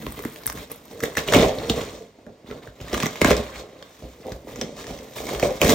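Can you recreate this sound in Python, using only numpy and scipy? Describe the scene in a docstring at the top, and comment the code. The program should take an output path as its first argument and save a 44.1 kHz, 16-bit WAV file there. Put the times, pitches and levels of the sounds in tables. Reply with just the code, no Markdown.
"""A carpeted room: hands tear a cardboard box open, close to a phone with two microphone ports.
Fibres, tape and paper let go in dense small slips and in single loud cracks. Slips and cracks are shaped noise
that crackles in the air; slips and knocks also drive the damped modes of the hollow box, which booms shortly.
Decaying noise tails make the room ring after them, and the phase between the ports turns through the treble."""
import sys
import numpy as np
from scipy import signal
from scipy.fft import rfft, irfft, next_fast_len
from scipy.io import wavfile
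from scipy.ndimage import uniform_filter1d

SR = 44100
rng = np.random.default_rng(int(sys.argv[2]) if len(sys.argv) > 2 else 0)


def unload_wav(signal):
    """Save mono or channel-first audio to the path in sys.argv[1] as 16-bit WAV at rate SR, clipped to [-1, 1]."""
    wavfile.write(
        sys.argv[1],
        SR,
        np.round(np.clip(np.atleast_2d(signal).T, -1, 1) * 32767).astype(np.int16),
    )


N = 253134

# modes of the box panels and cavity: pitch_hz, relative level_db, t60_s
BOX_MODES = [(162.5, -8.5, 0.16), (222, -5.5, 0.1), (276, -2.5, 0.047), (294, 3.5, 0.051), (336, 1, 0.036),
             (390, -1, 0.048), (450, 3.5, 0.081), (475, 7.5, 0.066), (528.4, 6, 0.079), (575.5, 6, 0.048),
             (619, -2, 0.076), (675, 0, 0.037), (742, -12.5, 0.047), (855, -27, 0.027),
             (1022, -11.5, 0.028)]
# colour of the crackle: frequency_hz, relative level_db (per Hz)
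CRACKLE_COLOUR = [(300, -5), (800, -1.5), (1120, 3), (1400, -2.5), (2120, -0.5), (2500, -4), (3600, -4.5),
                  (4800, -9.5), (5500, -5), (7000, -7.5), (9000, -13), (12000, -28)]
# colour of the finest crackle: frequency_hz, relative level_db (per Hz)
FINE_COLOUR = [(6000, -44.5), (8500, -1.5), (11000, 3), (13500, -0.5), (15500, -4.5), (17000, -16)]
# treble of the crackle: time_s, finest_re_crackle_db, upper_re_lower_crackle_db
FINENESS = [(0, -12, -3), (.45, -9.5, -1), (.65, -15.5, -3), (1.05, -11.5, 3.5), (1.4, -20.5, -1),
            (2.0, -19, 0), (2.4, -22, -5.5), (2.9, -18.5, -2), (3.3, -21, -1), (3.7, -24, -3),
            (3.95, -15, 1.5), (4.3, -17, -1), (4.42, -13.5, -2.5), (4.7, -20, 4), (5.15, -11.5, 2.5),
            (5.5, -16.5, 3), (5.74, -12, 4.5)]
SPLIT_HZ = 4970  # between lower and upper crackle


def undb(db):
    """dB to gain."""
    return 10 ** (np.asarray(db) / 20)


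def unit(x):
    """Scale to rms 1."""
    return x / np.sqrt(np.mean(x ** 2))


def on_log(hz, table, column=1):
    """A table column read on a log-frequency axis."""
    table = np.array(table)
    return np.interp(np.log(np.maximum(hz, 1)), np.log(table[:, 0]), table[:, column])


def in_time(table, column=1):
    """A table column read along the clock."""
    table = np.array(table)
    return np.interp(np.arange(N) / SR, table[:, 0], table[:, column])


def walk(per_s):
    """Random levels, per_s new ones each second, joined by straight slopes."""
    k = int(SR / per_s)
    held = np.repeat(rng.standard_normal(N // k + 1), k)
    return 0.74 * uniform_filter1d(held, k)[:N]


def add(track, s, sound):
    """Mix a sound in at its time."""
    i = int(s * SR)
    track[i:i + len(sound)] += sound[:N - i]


def colour(x, table):
    """Causal filter with the table's spectrum, made from the cepstrum; white noise keeps its level."""
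    size = 2048
    cepstrum = irfft(on_log(np.fft.rfftfreq(size, 1 / SR), table) * np.log(10) / 20)
    # folding onto positive times makes the filter minimum phase
    cepstrum[1:size // 2] *= 2
    cepstrum[size // 2 + 1:] = 0
    h = irfft(np.exp(rfft(cepstrum)))
    return signal.oaconvolve(x, h / np.sqrt(np.sum(h ** 2)))[:len(x)]


def hush():
    """Room hush: steady coloured noise under everything."""
    # colour of the hush: frequency_hz, relative level_db (per Hz)
    quiet = [(25, -32), (60, 3.5), (540, 4), (1320, -11.5), (2170, -11), (6900, -17.5), (16000, -31)]
    quiet_db = -54
    return undb(quiet_db) * unit(colour(rng.standard_normal(N), quiet))


def room(x, t60_s, dull, count=7):
    """Decaying noise tails of unit energy; the sound starts from ever new places, each with its own paths."""
    t = np.arange(int(.6 * SR)) / SR
    tails = signal.lfilter([1], [1, -dull], rng.standard_normal((count, len(t))))
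    tails = tails * undb(-60 * t / t60_s) * np.minimum(t / 0.00064, 1)
    # how much of the sound each place sends, wandering with time
    share = np.array([undb(12.9 * walk(11)) for _ in tails])
    share = share / np.sqrt(np.sum(share ** 2, axis=0))
    return sum(signal.oaconvolve(x * g, h / np.sqrt(np.sum(h ** 2)))[:N] for g, h in zip(share, tails))


def two_ports(common):
    """Each port hears the common sound with its own phase and level; near reflections reach them in opposite phase."""
    # ports: frequency_hz, left_lead_rad, left_minus_right_db, reflections_re_common_db
    port_table = [(60, 0, 0, -27), (200, .1, -1, -25), (500, .15, -3, -15), (1100, .35, -1.5, -5),
                  (2400, .3, 0, -7), (3800, .8, -.5, -6), (4500, 1.1, 0, -1.5), (5200, 0, 0, -6),
                  (6550, 1.05, 0, -6), (7900, 2.2, -.5, -7), (9000, 2.85, 0, -11), (10000, 3.14, 0, -30),
                  (11200, 3.2, 0, -26), (12050, 3.75, 0, -7), (13400, 5.25, 0, -9), (14100, 6.05, 0, -13),
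                  (15500, 6.28, 0, -22)]
    near_t60_s = 0.098
    apart = room(common, near_t60_s, 0)
    size = next_fast_len(N + 4096)
    hz = np.fft.rfftfreq(size, 1 / SR)
    lead, balance_db, apart_db = (on_log(hz, port_table, column=k) for k in range(1, 4))
    side = np.array([[1], [-1]])  # left, right
    ports = undb(side * balance_db / 2) * np.exp(.5j * side * lead)
    heard = rfft(common, size) + side * undb(apart_db) * rfft(apart, size)
    return irfft(ports * heard, size)[:, :N]


def ring(x, modes, shift_db, tilt_db=0):
    """Damped modes; the grip moves, so each mode is driven more or less as time goes."""
    pivot_hz = 413  # tilt_db is per octave around this pitch
    t = np.arange(SR // 4) / SR
    shapes = [undb(db - 60 * t / t60) * np.sin(2 * np.pi * f * t) for f, db, t60 in modes]
    energy = sum(np.sum(h ** 2) for h in shapes)
    out = 0
    for h, (f, _, _) in zip(shapes, modes):
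        drive_db = shift_db * walk(9) + tilt_db * np.log2(f / pivot_hz)
        out = out + signal.oaconvolve(x * undb(drive_db), h)[:N]
    return out / np.sqrt(energy)


def slips(per_s, spread_db, smear_ms, hiss_db):
    """Random slips, most tiny and a few large, each a short spray of noise, over the hiss of the finest ones."""
    chance = rng.random((int(per_s * N / SR), 2))
    level_db = np.minimum(-spread_db * np.log(chance[:, 1]), 12.5)
    power = np.zeros(N)
    np.add.at(power, (chance[:, 0] * N).astype(int), undb(level_db) ** 2)
    fall = np.exp(-1000 / (smear_ms * SR))
    power = signal.lfilter([1 - fall], [1, -fall], power)
    # level the random slips by their running mean over about a tenth of a second
    mean = uniform_filter1d(uniform_filter1d(power, SR // 14), SR // 14)
    power = power / (mean + 1e-12) + undb(hiss_db) ** 2
    return unit(np.sqrt(power) * rng.standard_normal(N))


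def pulls(level_db, rows, fade_db_per_s):
    """Each pull sets in fast, holds, then fades; powers add to the steady level."""
    attack_s, swell_share = 0.0053, 0.23  # longer pulls set in more slowly
    t = np.arange(SR // 2) / SR
    power = undb(level_db) ** 2
    for s, hold, db in rows:
        onset = np.minimum(t / (attack_s + swell_share * hold), 1)
        fade = undb(db - fade_db_per_s * np.maximum(t - hold, 0))
        add(power, s, (onset * fade) ** 2)
    return np.sqrt(power)


def halves(x):
    """Lower crackle, and upper crackle at its level of the moment."""
    low = signal.lfilter(*signal.butter(2, SPLIT_HZ, fs=SR), x)
    return low, (x - low) * undb(in_time(FINENESS, column=2))


def patches(x):
    """Small tears differ in size, so each band has slips of its own and flares up apart from its neighbours."""
    # inner edges of the lower crackle's bands: edge_hz
    edges = [860, 1750, 3110]
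    flicker_db = 4  # multiplies the random walk
    own_share = 0.71  # power share of slips that the other bands do not hear
    out = 0
    for lo, hi in zip([40] + edges, edges + [SPLIT_HZ]):
        tear = np.sqrt(1 - own_share) * x + np.sqrt(own_share) * slips(180, 22.0, 1.1, -1.2)
        band = signal.butter(2, [lo, hi], "band", fs=SR, output="sos")
        out = out + signal.sosfilt(band, tear) * undb(flicker_db * walk(110))
    return out


def rocking(knock, slow):
    """The whole box rocks and lands on the floor: slow slips drive its low modes."""
    # modes of the box on the floor: pitch_hz, relative level_db, t60_s
    floor_modes = [(46, -1, 0.088), (63.8, 8, 0.49), (80.8, 6.5, 0.28), (96, 15.5, 0.081),
                   (123, 11.5, 0.11), (158, 12, 0.055)]
    # the box rocks and lands: start_s, relative level_db
    landings = [(0.06, -23.5), (0.241, -35), (0.456, -21), (0.563, -18), (1.327, -22), (1.379, -28),
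                (1.694, -9), (2.67, -23.5), (2.802, -21.5), (2.93, -38), (3.216, -8), (3.245, -23),
                (3.3, -8), (3.556, -25), (4.024, -24), (4.312, -21.5), (4.899, -18), (5.343, -21),
                (5.423, -29), (5.636, -8.5)]
    rock_db, landing_s = -17, 0.017  # steady rocking re knock; hold of a landing before it fades
    landing = pulls(np.full(N, -90.), [(s, landing_s, db) for s, db in landings], 650)
    thud = undb(rock_db) * knock + landing
    return undb(-12) * ring(thud * slow, floor_modes, 1.2)


def boom(knock, force, slow):
    """Soft board passes only the slower part of each slip on to the panels, which ring."""
    # tilt of the box tone as flaps bend and the cavity opens: time_s, tilt_db_per_octave
    tone = [(0, -8.5), (.9, -1), (1.2, 10), (1.5, 14), (1.75, 2.5), (2.2, 3.5), (2.95, -3), (3.25, 9.5),
            (3.45, 19), (4.0, 3), (4.27, 8), (4.36, 5), (4.5, -9), (4.9, 5), (5.3, 10.5), (5.55, 15),
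            (5.74, -1.5)]
    soft = signal.lfilter(*signal.butter(2, 850, fs=SR), 0.72 * force + 0.72 * slow)
    return undb(-7) * ring(knock * soft, BOX_MODES, 4.7, in_time(tone))


def crackling(crackle, force):
    """Slips heard in the air; every tear has its own colour, so low and high crackle flicker apart."""
    high = halves(force)[1]
    air = patches(force) * undb(1.44 * walk(24.82)) + high * undb(2.3 * walk(70))
    fine = crackle * undb(in_time(FINENESS))
    return (undb(-5.5) * colour(crackle * air, CRACKLE_COLOUR)
            + undb(5.0) * colour(fine * force, FINE_COLOUR))


def handling():
    """The same slips crackle in the air and shake the box."""
    # hands shifting on the board between the rips: time_s, relative knock_db, crackle_re_knock_db
    grip = [(0, -38, -1.5), (.3, -41.5, 0.5), (.6, -42, -10), (.86, -47.5, -2), (1.0, -38.5, -8),
            (1.3, -35, -2.5), (1.6, -27, -7), (1.85, -31, -4), (2.0, -35.5, -9.5), (2.14, -53.5, -8),
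            (2.42, -51, -9), (2.75, -47, -5.5), (2.9, -35, -2), (3.18, -36, 1.5), (3.45, -36, 1),
            (3.7, -46, -3), (3.95, -48, -1), (4.2, -46.5, -3.5), (4.5, -38.5, -15.5), (4.95, -35, -8.5),
            (5.13, -45, -2), (5.22, -29.5, -8), (5.45, -29, -5), (5.6, -36, -3), (5.74, -17, -15)]
    # rips and drags of the flaps: start_s, pull_s, relative knock_db, crackle_re_knock_db
    rips = [(0.161, 0.022, -37, -2), (0.453, 0.048, -42.5, 3), (0.539, 0.083, -36, 0.5),
            (0.695, 0.022, -40, 3.5), (0.9, 0.022, -39, -4), (1.021, 0.019, -21.5, -8),
            (1.164, 0.017, -23, 0), (1.263, 0.047, -25, -1.5), (1.314, 0.073, -10.5, -8),
            (1.402, 0.045, -14.5, -6.5), (1.69, 0.012, -21, -2.5), (1.757, 0.041, -22, -6.5),
            (2.182, 0.0071, -41, -19), (2.26, 0.012, -35, -27), (2.446, 0.079, -40, -3.5),
            (2.483, 0.1, -34.5, -12), (2.61, 0.058, -40.5, -4), (2.799, 0.029, -38.5, -4),
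            (2.912, 0.051, -23, -6), (2.975, 0.085, -27, -1.5), (3.208, 0.0093, -25.5, 4.5),
            (3.245, 0.068, -17, -2.5), (3.367, 0.02, -27, -2.5), (3.528, 0.064, -40, 6),
            (4.011, 0.034, -35, -14), (4.19, 0.055, -46, -3.5), (4.234, 0.11, -33.5, -10),
            (4.45, 0.14, -35.5, -6), (4.601, 0.041, -29.5, -10), (4.757, 0.055, -40, 3),
            (4.867, 0.025, -31, -7.5), (5.152, 0.029, -32, 1), (5.263, 0.076, -32, -3.5),
            (5.428, 0.0048, -15, -8), (5.494, 0.024, -42, -23), (5.604, 0.071, -13.5, -7.5),
            (5.684, 0.023, -8, -7.5)]
    grip_db = in_time(grip)
    knock = pulls(grip_db, [(s, hold, db) for s, hold, db, _ in rips], fade_db_per_s=211)
    crackle = pulls(grip_db + in_time(grip, column=2),
                    [(s, hold, db + air) for s, hold, db, air in rips], fade_db_per_s=295)
    force = slips(250, 10.4, 0.71, 0.67)
    slow = slips(120, 3.7, 1.8, -2.1)
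    return boom(knock, force, slow) + rocking(knock, slow) + crackling(crackle, force)


def knocks():
    """Bending waves run through a panel, high ones first: a swing whose pitch sinks, while the box rings."""
    # knocks of hands and released panels: start_s, relative level_db, pitch_hz at the strongest swing,
    # share of that pitch that the tail sinks to
    hits = [(0.065, -20.5, 338, 0.34), (0.193, -24.5, 404, 1), (0.25, -14.5, 318, 0.73),
            (0.55, -27.5, 182, 0.51), (1.032, -13, 490, 1), (1.174, -19, 330, 0.56),
            (1.285, -14.5, 477, 0.78), (1.341, -8, 333, 0.29), (1.358, -2, 346, 0.48),
            (1.369, -7.5, 283, 0.25), (1.386, -12, 497, 0.91), (1.395, -9, 255, 0.38),
            (1.423, -16, 452, 0.5), (1.436, -10.5, 460, 0.75), (1.6984, -14.5, 307, 0.4),
            (1.708, -13.5, 196, 0.47), (1.776, -19, 288, 0.53), (2.266, -35, 458, 0.9),
            (2.442, -34, 150, 0.59), (2.484, -28, 325, 0.71), (2.509, -22.5, 480, 0.82),
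            (2.595, -41, 403, 0.65), (2.666, -29.5, 510, 0.79), (2.802, -31, 433, 0.66),
            (2.842, -30.5, 215, 0.52), (2.931, -12, 408, 0.62), (2.942, -21, 350, 0.48),
            (3.032, -11, 256, 0.54), (3.058, -16.5, 360, 0.47), (3.214, -4.5, 375, 0.49),
            (3.246, -4, 418, 0.29), (3.306, -2.5, 516, 0.82), (3.321, -19, 480, 0.63),
            (3.633, -30, 510, 0.63), (3.825, -39, 497, 0.94), (4.031, -35, 640, 0.99),
            (4.198, -34, 216, 0.69), (4.257, -27.5, 430, 0.42), (4.28, -29, 783, 0.83),
            (4.318, -29, 212, 0.87), (4.469, -27, 503, 0.62), (4.49, -34, 637, 0.67),
            (4.586, -24, 326, 0.73), (4.619, -21, 300, 0.67), (4.64, -23.5, 280, 0.57),
            (4.844, -33, 480, 0.69), (4.877, -36, 613, 0.92), (4.903, -23.5, 402, 0.31),
            (5.23, -30, 626, 1), (5.307, -20, 440, 1), (5.335, -16, 447, 0.97), (5.427, -4, 549, 0.79),
            (5.445, -20.5, 420, 0.46), (5.511, -17.5, 584, 0.95), (5.615, -9, 513, 0.61),
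            (5.647, -10, 464, 0.7), (5.668, -10.5, 323, 0.54), (5.706, -12, 343, 0.27)]
    lag_s, swing_s, sink_s = 0.002, 0.00356, 0.0026  # first wave's delay; strongest swing; pace of sinking
    t = np.arange(SR // 12) / SR
    rise = t / swing_s
    panel, push = np.zeros((2, N))
    for s, db, hz, sink in hits:
        pitch = hz * (sink + (1 - sink) * np.exp((swing_s - t) / sink_s))
        turns = np.cumsum(pitch) / SR
        # deeper sinking lasts longer
        swell = (rise * np.exp(1 - rise)) ** (0.79 + 1.3 * sink)
        add(panel, s + lag_s, undb(db) * np.sin(2 * np.pi * turns) * swell)
        add(push, s + 0.002786, undb(db) * np.exp(-t / 0.00053))
    return undb(-1.5) * panel + undb(-14) * ring(push, BOX_MODES, 3.9)


def bursts(count, decay_ms):
    """Short sprays of splinters of unit energy: noise in random grains that dies away."""
    t = np.arange(SR // 40) / SR
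    noise, luck = rng.standard_normal((count, len(t))), rng.random((count, len(t)))
    luck[:, 12:40:9] = 0  # the first splinters go together
    splinters = uniform_filter1d(1. * (luck < .03), 9, axis=1) * 2.0 + 0.23
    burst = noise * splinters * np.exp(-t * 1000 / decay_ms) * np.minimum(t / 0.00027, 1)
    return burst / np.sqrt(np.sum(burst ** 2, axis=1, keepdims=True))


def cracks():
    """Fibres snap: a spray of splinters, and a flap of board that swings a few cycles at its own pitch."""
    # single cracks: start_s, relative level_db, pitch_hz of the flap
    snaps = [(0.023, -32, 1430), (0.0657, -20, 1050), (0.191, -25.5, 940), (0.2384, -28, 1510),
             (.2503, -21.5, 1850), (.36, -29, 2130), (.435, -33, 5060), (0.4587, -25, 1770),
             (.4753, -18.5, 6200), (0.4939, -32.5, 1650), (.499, -18, 5630), (0.5214, -30, 1570),
             (0.5745, -27, 2010), (1.0041, -24, 1620), (1.0319, -35, 1740), (1.036, -13.5, 1720),
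             (1.0554, -26, 3600), (1.1523, -26, 2100), (1.1705, -9, 1810), (1.176, -16, 1640),
             (1.1814, -15.5, 2950), (1.1895, -25, 2250), (1.285, -13.5, 3100), (1.3234, -13.5, 1650),
             (1.324, -14, 3600), (1.3358, -7, 3420), (1.3363, -5, 1520), (1.343, -8.5, 2280),
             (1.347, -6, 2870), (1.3551, -7.5, 2640), (1.3656, -14, 2800), (1.372, -22, 4500),
             (1.3874, -11.5, 3600), (1.3945, -15, 3400), (1.413, -17, 3470), (1.429, -27, 2200),
             (1.441, -19, 3000), (1.493, -22, 3460), (1.5857, -23, 3720), (1.6975, -8, 3700),
             (1.702, -21, 3820), (1.812, -24.5, 2920), (2.2652, -39, 1530), (2.503, -34, 1900),
             (2.5115, -26.5, 1400), (2.6735, -31, 1480), (2.803, -32.5, 2800), (2.813, -30, 6000),
             (2.882, -27.5, 2030), (2.9303, -18, 2270), (2.9318, -21.5, 5460), (2.9423, -15, 2870),
             (2.946, -14, 1310), (2.9747, -20.5, 2980), (2.9785, -17.5, 1500), (3.0017, -14, 1560),
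             (3.0258, -15, 2500), (3.0319, -11.5, 1080), (3.0582, -13, 1880), (3.066, -14, 6400),
             (3.157, -23, 2190), (3.2155, -2.5, 2050), (3.2281, -22, 2370), (3.246, -1.3, 2040),
             (3.2587, -14, 2330), (3.2725, -14.5, 3600), (3.281, -22, 3500), (3.2956, -18, 1550),
             (3.302, -15, 3600), (3.3066, -7, 1490), (3.3144, -8.5, 2230), (3.33, -18, 2500),
             (3.3663, -15.5, 5200), (3.5584, -27.5, 2040), (3.8255, -29, 3300), (4.3198, -26.5, 1520),
             (4.322, -40, 5300), (4.5587, -29.5, 6560), (4.6125, -17.5, 5770), (4.6135, -21, 3000),
             (4.6145, -26.5, 1600), (4.628, -32, 1850), (4.7902, -34, 3440), (4.805, -39, 2450),
             (4.8422, -29.5, 1750), (4.8681, -29.5, 1980), (4.989, -32.5, 2100), (5.1637, -32, 3520),
             (5.1835, -29, 2060), (5.2683, -25, 2120), (5.29, -22, 2220), (5.308, -31, 4240),
             (5.349, -23, 2830), (5.3973, -19.5, 2220), (5.427, -14.5, 2330), (5.6156, -5.5, 2490),
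             (5.6487, -12.5, 2130), (5.688, -20, 3000), (5.6934, -14, 2640)]
    # thin ticks of tape threads: start_s, relative level_db
    ticks = [(0.1221, -28), (0.2244, -28), (0.3436, -36), (0.4666, -9), (0.5267, -27), (0.717, -24.5),
             (0.7217, -34), (0.7597, -34), (0.855, -40)]
    # taut tape and stiff flaps ring much, torn board little: time_s, flap re spray (gain)
    ringing = [(0.5, 2), (1.0, 8), (1.29, 8), (1.33, 3), (1.39, 7), (2.7, 7), (2.9, 2), (4.5, 3), (5.74, 4)]
    snap_q, snap_rise_s = 2.2, 0.00062  # sharpness and build-up of a crack's own pitch
    fine_db, fine_db_per_db = -3, 0.06  # fine share of a crack at 0 dB; its growth with level
    air, fine = np.zeros((2, N))
    t = np.arange(SR // 40) / SR
    for (s, db, hz), burst in zip(snaps, bursts(len(snaps), decay_ms=1.87)):
        peak = signal.iirpeak(hz, snap_q, SR)
        flap = signal.lfilter(*peak, burst * (1 - np.exp(-t / snap_rise_s)))
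        flap = signal.lfilter(*peak, flap)
        snap = colour(burst + np.interp(s, *zip(*ringing)) * flap, CRACKLE_COLOUR)
        add(air, s, undb(db) * snap / np.sqrt(np.sum(snap ** 2)))
        add(fine, s, undb(db + fine_db + fine_db_per_db * db) * burst)
    fine = fine * undb(in_time(FINENESS))
    for (s, db), burst in zip(ticks, bursts(len(ticks), decay_ms=.4)):
        add(fine, s, undb(db) * burst / 2)
    return undb(16.0) * sum(halves(air)) + undb(24.5) * colour(fine, FINE_COLOUR)


def scene():
    """The box in its room over the hush, as it reaches the two ports."""
    room_t60_s, room_db = 0.29, -11.5
    box = handling() + cracks() + knocks()
    common = box + undb(room_db) * room(box, room_t60_s, 0.42) + hush()
    return two_ports(common)


def record(dry):
    """The phone rounds the loudest peaks, drops the deepest bass and cuts the top."""
    top_hz = 16000
    rounded = np.tanh(0.77 * dry)
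    thin = signal.sosfilt(signal.butter(3, 50, "high", fs=SR, output="sos"), rounded)
    return signal.sosfilt(signal.ellip(10, .2, 80, top_hz, fs=SR, output="sos"), thin)


dry = scene()
out = record(dry)
unload_wav(out)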